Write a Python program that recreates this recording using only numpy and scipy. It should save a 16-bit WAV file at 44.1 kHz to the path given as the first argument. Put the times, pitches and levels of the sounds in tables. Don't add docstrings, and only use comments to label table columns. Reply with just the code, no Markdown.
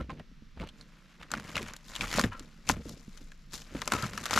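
import sys
import numpy as np
from scipy import signal
from scipy.fft import rfft, irfft
from scipy.io import wavfile
from scipy.ndimage import uniform_filter1d

SR = 44100
rng = np.random.default_rng(int(sys.argv[2]) if len(sys.argv) > 2 else 0)


def digitize_waveform(pressure):
    field = np.atleast_2d(pressure).T
    bounded = np.clip(field, -1, 1)
    quanta = np.round(bounded * 32767).astype(np.int16)
    wavfile.write(sys.argv[1], SR, quanta)


N = 193863


def undb(db):
    return 10 ** (np.asarray(db) / 20)


def unit(x):
    return x / np.sqrt(np.mean(x ** 2))


def curve(table):
    s, *columns = np.transpose(table)
    t = np.arange(N) / SR
    return [np.interp(t, s, c) for c in columns]


def shape(x, points):
    hz, db = np.transpose(points)
    length = x.shape[-1]
    f = np.arange(length // 2 + 1) * SR / length + 1
    gain = undb(np.interp(np.log(f), np.log(hz), db))
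    return irfft(rfft(x) * gain, length)


def ring(x, modes):
    out = 0
    for hz, width, db in modes:
        b, a = signal.iirpeak(hz, hz / width, SR)
        out = out + undb(db) * signal.lfilter(b, a, x)
    return out


def dull(x, hz):
    return signal.sosfilt(signal.butter(2, hz, fs=SR, output="sos"), x)


def add(out, s, piece, db):
    i = int(s * SR)
    piece = piece[:N - i]
    out[i:i + len(piece)] += piece * undb(db) / np.max(np.abs(piece))


def grains(rate, spread_db, tail_s):
    loudness_db = spread_db * np.minimum(rng.exponential(size=N), 2.4)
    hits = (rng.random(N) < rate / SR) * undb(loudness_db)
    power = signal.lfilter([1], [1, -np.exp(-1 / (tail_s * SR))], hits ** 2)
    return np.sqrt(power) * rng.standard_normal(N)


# f/Hz, relative level per Hz/dB
FOREST_SPECTRUM = [(15, -1), (25, 18), (47, 3), (97, -20.5), (153, 1), (206, -5), (659, -35.5),
                   (1290, -21.5), (3920, -26), (5730, -29.5), (9320, -49), (13200, -43), (16000, -88)]
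# t/s, gain/dB
RUMBLE_SWELL = [(0, -1.5), (.5, 3.5), (1.1, -9), (1.6, -7), (2.1, 3.5), (2.7, -3), (3.4, 3), (4.4, -11)]
FOREST_DB = -49.5


def forest():
    mid, side = shape(rng.standard_normal((2, N)), FOREST_SPECTRUM)
    swell_db, = curve(RUMBLE_SWELL)
    mid = mid + (undb(swell_db) - 1) * dull(mid, 200)
    side = shape(side, [(25, -14.5), (100, -17.5), (1000, -8.5), (8000, -13.0)])
    return undb(FOREST_DB) * np.array([mid + side, mid - side]) / np.std(mid)


def sag(t, hz):
    cycles = hz * t
    phase = 2 * np.pi * (cycles + 0.8 * (1 - np.exp(-cycles / 1.6)))
    return np.sin(phase) * np.exp(-cycles / 3)


# t/s, peak level/dB, f/Hz
BLOWS = [(0.0, -27.5, 207), (0.01, -25.5, 53.6), (0.089, -35, 168), (0.315, -42, 190), (0.422, -38, 176),
         (0.572, -33, 60), (0.603, -30, 68.3), (1.608, -29.5, 334), (2.029, -30, 30), (2.15, -26.5, 105),
         (2.177, -20, 167), (2.24, -18, 100), (2.406, -34, 236), (2.7, -15.5, 218), (2.712, -33, 61.8),
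         (2.781, -30.5, 57.3), (2.858, -29, 248), (3.08, -33.5, 170), (3.215, -36, 187), (3.749, -22, 252),
         (3.934, -25, 230), (4.032, -22, 100.5), (4.21, -35, 243)]
# f/Hz, bandwidth/Hz, relative level/dB
LOG_MODES = [(55, 23, -2.5), (94.5, 5.6, -2), (154.3, 54, -4), (211.3, 29, -5), (451, 41, -14)]


def thuds():
    out = np.zeros(N)
    t = np.arange(int(.25 * SR)) / SR
    for s, db, hz in BLOWS:
        push = t / .0007 * np.exp(1 - t / .0007)
        scrape = .4 * np.exp(-t / .02) * rng.standard_normal(len(t))
        log = unit(ring(push + scrape, LOG_MODES))
        add(out, s, dull(unit(sag(t, hz)) + 0.57 * log, 770), db)
    return out


# t/s, length/s, peak level/dB, f/Hz
RUBS = [(0, 0.013, -30.5, 1330), (0.095, 0.024, -28.5, 1060), (0.627, 0.032, -33, 930),
        (2.319, 0.09, -29.5, 1340), (3.929, 0.16, -21.5, 1294), (4.024, 0.051, -26, 1297)]
# multiple of the rub's pitch, relative level/dB
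HOLLOW_MODES = [(.78, -5.5), (1.001, 2), (1.169, -7), (1.4, -12), (2.2, -17)]


def groans():
    out = np.zeros(N)
    rub = grains(1200, 1.5, .002)
    for s, length, db, hz in RUBS:
        piece = rub[int(s * SR):int((s + length) * SR)]
        piece = piece * np.geomspace(1, .03, len(piece))
        piece = np.pad(piece, (0, SR // 50))
        tone = 0
        for multiple, mode_db in HOLLOW_MODES:
            f = multiple * hz
            mode = ring(ring(piece, [(f, 90, 0)]), [(f, 300, 0)])
            tone = tone + undb(mode_db) * mode
        add(out, s, tone, db)
    return out


# t/s of the peak, build-up/s, fade/s, then crackle, rustle and creak rms level/dB
TUG_EVENTS = [(0.002, .01, 0.057, -44, -79, -24), (0.109, 0.033, 0.061, -46, -74, -30.5),
              (0.199, 0.077, 0.083, -55.5, -78, -43), (0.618, 0.065, 0.12, -44.5, -67, -34.5),
              (.8, 0.11, 0.2, -62, -61.5, -53), (1.1, 0.85, 0.6, -59, -67.5, -79),
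              (1.218, 0.044, 0.079, -44.5, -61, -48), (1.346, 0.075, 0.46, -44.5, -54.5, -39.5),
              (1.495, 0.1, 0.17, -46, -49.5, -55), (1.572, 0.077, 0.24, -39, -45.5, -38),
              (1.693, 0.081, 0.046, -43, -51.5, -40), (1.891, 0.078, 0.15, -50, -48, -54),
              (1.96, 0.12, 0.16, -46, -46, -56), (2.021, 0.071, 0.25, -35, -39.5, -36.5),
              (2.196, 0.16, 0.071, -30, -30.5, -29.5), (2.242, 0.01, 0.055, -34.5, -39.5, -22),
              (2.321, 0.015, 0.15, -47, -61, -44), (2.393, 0.17, 0.66, -57.5, -60.5, -53),
              (2.698, 0.031, 0.04, -33, -27, -44), (2.736, 0.097, 0.27, -48.5, -59, -35.5),
              (2.915, 0.24, 0.13, -58, -49, -40.5), (3.16, 0.89, 0.59, -62, -58, -57),
              (3.537, 0.027, 0.13, -48.5, -37.5, -42.5), (3.762, 0.17, 1, -46.5, -50, -43),
              (3.944, 0.062, 0.13, -31.5, -36, -29), (4.045, 0.14, 0.11, -36, -39.5, -35.5),
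              (4.24, 0.47, 0.095, -45, -45, -39), (4.313, 0.022, 0.35, -38, -38, -38),
              (4.39, 0.13, 0.01, -25, -28, -31.5)]
# crackle, rustle and creak rms level/dB
IDLE_LEVELS = [-100, -79.5, -68]
TUG_RANGE_DB = 25


def pull():
    t = np.arange(N) / SR
    power = undb(IDLE_LEVELS)[:, None] ** 2 * np.ones(N)
    for s, build, fade, *db in TUG_EVENTS:
        away = np.where(t < s, (s - t) / build, (t - s) / fade)
        power = power + np.outer(undb(db) ** 2, undb(-TUG_RANGE_DB * away) ** 2)
    return np.sqrt(power)


SPOT_WIDTH, SPOT_DB = 0.42, -6.5


def spots(points, count):
    total = 0
    for hz in np.geomspace(points[0], points[1], count):
        band = ring(grains(45, 4.5, .0009), [(hz, SPOT_WIDTH * hz, 0)])
        total = total + band / np.sqrt(hz)
    return unit(total)


# f/Hz, bandwidth/Hz, relative level/dB
STRIP_MODES = [(612, 49, -2), (1050, 11, -2.5), (1333, 660, -4.5), (2140, 1800, -5.5)]
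# f/Hz, level/dB
RUSTLE_COLOUR = [(2500, -15), (4000, -8.5), (7300, -10), (8300, -18.5), (12500, -21)]


def tearing():
    crackle_gain, rustle_gain, creak_gain = pull()
    breaks = grains(260, 3.4, .0009)
    scuffs = grains(150, 3.5, .0015)
    wooden = unit(dull(ring(breaks + scuffs, STRIP_MODES), 3400))
    crackle = wooden + undb(SPOT_DB) * spots((600, 3800), count=7)
    dry_noise = unit(breaks + 0.37 * grains(480, 0.68, 0.0028))
    rustle = dry_noise + undb(SPOT_DB) * spots((2800, 13000), count=6)
    rustle = shape(rustle, RUSTLE_COLOUR)
    creak = dull(ring(grains(110, 3, .005), LOG_MODES), 520)
    return unit(crackle) * crackle_gain + unit(creak) * creak_gain + unit(rustle) * rustle_gain


# t/s, ring peak level/dB, snap peak level/dB, ring f/Hz
FIBRE_BREAKS = [(0.0955, -35, -58, 2200), (0.103, -32, -55, 2400), (0.1967, -32, -47, 544),
                (0.574, -39.5, -62, 700), (0.599, -29, -53, 2170), (0.61, -41, -63, 1470),
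                (0.617, -38, -63, 3200), (0.673, -37.5, -43, 2580), (0.689, -33.5, -37.5, 3240),
                (0.811, -35.5, -61, 4040), (1.2307, -32, -40, 1640), (1.3052, -35, -41, 1610),
                (1.316, -23, -15.5, 1420), (1.3381, -13.5, -25.5, 1410), (1.375, -30, -33.5, 1770),
                (1.398, -27, -32, 1290), (1.493, -33, -36.5, 2300), (1.5553, -17, -26, 2610),
                (1.567, -15.5, -21, 1270), (1.5787, -15, -27, 2350), (1.618, -30.5, -31, 2600),
                (1.628, -34, -28, 2360), (1.676, -40, -37, 2320), (1.683, -42, -29, 3000),
                (1.7357, -31, -28, 1420), (1.7645, -94, -31, 2900), (1.953, -25.5, -24, 3030),
                (1.9621, -23.5, -23, 2770), (2.0093, -17, -34, 2400), (2.018, -27, -31, 3240),
                (2.04, -22, -37, 1320), (2.08, -31, -27, 2490.0), (2.1138, -24, -24, 1970),
                (2.128, -21, -19.5, 1830), (2.14, -19.5, -19, 1920), (2.163, -33, -24, 2300),
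                (2.176, -30, -16.5, 1730), (2.1849, -9.5, -43, 616), (2.1951, -10.5, -10, 1210),
                (2.213, -21, -17, 1300), (2.2385, -14, -25.5, 1770), (2.395, -63, -30, 4110.0),
                (2.6752, -29.5, -48, 2300), (2.69, -19, -7.5, 1150), (2.697, -7.5, -33, 1060),
                (2.714, -33, -20, 3800), (2.893, -49, -28, 506), (3.1745, -41.5, -34.5, 3070),
                (3.3184, -37, -41, 1550), (3.618, -41.5, -33.5, 2940), (3.7506, -29, -56, 590),
                (3.789, -35, -38, 2000), (3.818, -18, -22, 1120), (3.857, -41, -28, 1530.0),
                (3.8763, -19, -13, 1150), (3.9207, -7.5, -11.5, 1170), (3.936, -13.5, -18, 1030),
                (4.0243, -39, -19.5, 3370), (4.134, -27, -31, 1240), (4.177, -18, -18.5, 1340),
                (4.2399, -31.5, -24, 1540), (4.256, -22, -19.5, 1630), (4.2632, -18.5, -22, 1330),
                (4.309, -15, -18, 1070), (4.332, -13, -18, 1160), (4.338, -26, -12.5, 1270),
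                (4.361, -15, -12, 1140), (4.376, -5, -39, 1410)]


def cracks():
    out = np.zeros(N)
    t = np.arange(int(.1 * SR)) / SR
    for s, ring_db, snap_db, hz in FIBRE_BREAKS:
        noise = rng.standard_normal((3, len(t)))
        burst = noise[0] * np.exp(-t / 0.00041) + 0.34 * noise[1] * np.exp(-t / 0.0053)
        free_length = ring(burst, [(hz, 450, 0)])
        tone = free_length + 0.29 * ring(burst, STRIP_MODES)
        add(out, s, dull(tone, 1.62 * hz + 1500), ring_db)
        decay = np.exp(-t / .0014) + .16 * np.exp(-t / .007)
        onset = np.minimum(t / 0.00015, 1)
        add(out, s, shape(noise[2], RUSTLE_COLOUR) * decay * onset, snap_db)
    return out


# t/s, left minus right level/dB where the shadow filter below is at 0 dB
HAND_LEAN = [(0, -4), (1.1, 1.5), (2.1, 3.5), (3.2, 8), (3.7, 4), (4.4, 5.5)]


def scene():
    near = cracks() + tearing() + thuds() + groans()
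    lean_db, = curve(HAND_LEAN)
    shadow = shape(near, [(250, -36), (1000, -8.0), (4000, -3.5), (10000, 1.5)])
    shadow = shadow * np.tanh(lean_db * np.log(10) / 40)
    sway = uniform_filter1d(rng.standard_normal(N), SR // 900)
    sway = unit(uniform_filter1d(sway, SR // 900))
    side = shadow + sway * shape(near, [(100, -28), (1000, -22.5), (4000, -12.5), (12000, -5.5)])
    return np.array([near + side, near - side]) + forest()


# f/Hz, level/dB
MIC_RESPONSE = [(12500, -3.5), (14500, -14), (16400, -60)]
TOP_HZ = 16300


def record(dry):
    low_pass = signal.ellip(8, .2, 70, TOP_HZ, fs=SR, output="sos")
    return signal.sosfilt(low_pass, shape(dry, MIC_RESPONSE))


dry = scene()
out = record(dry)
digitize_waveform(out)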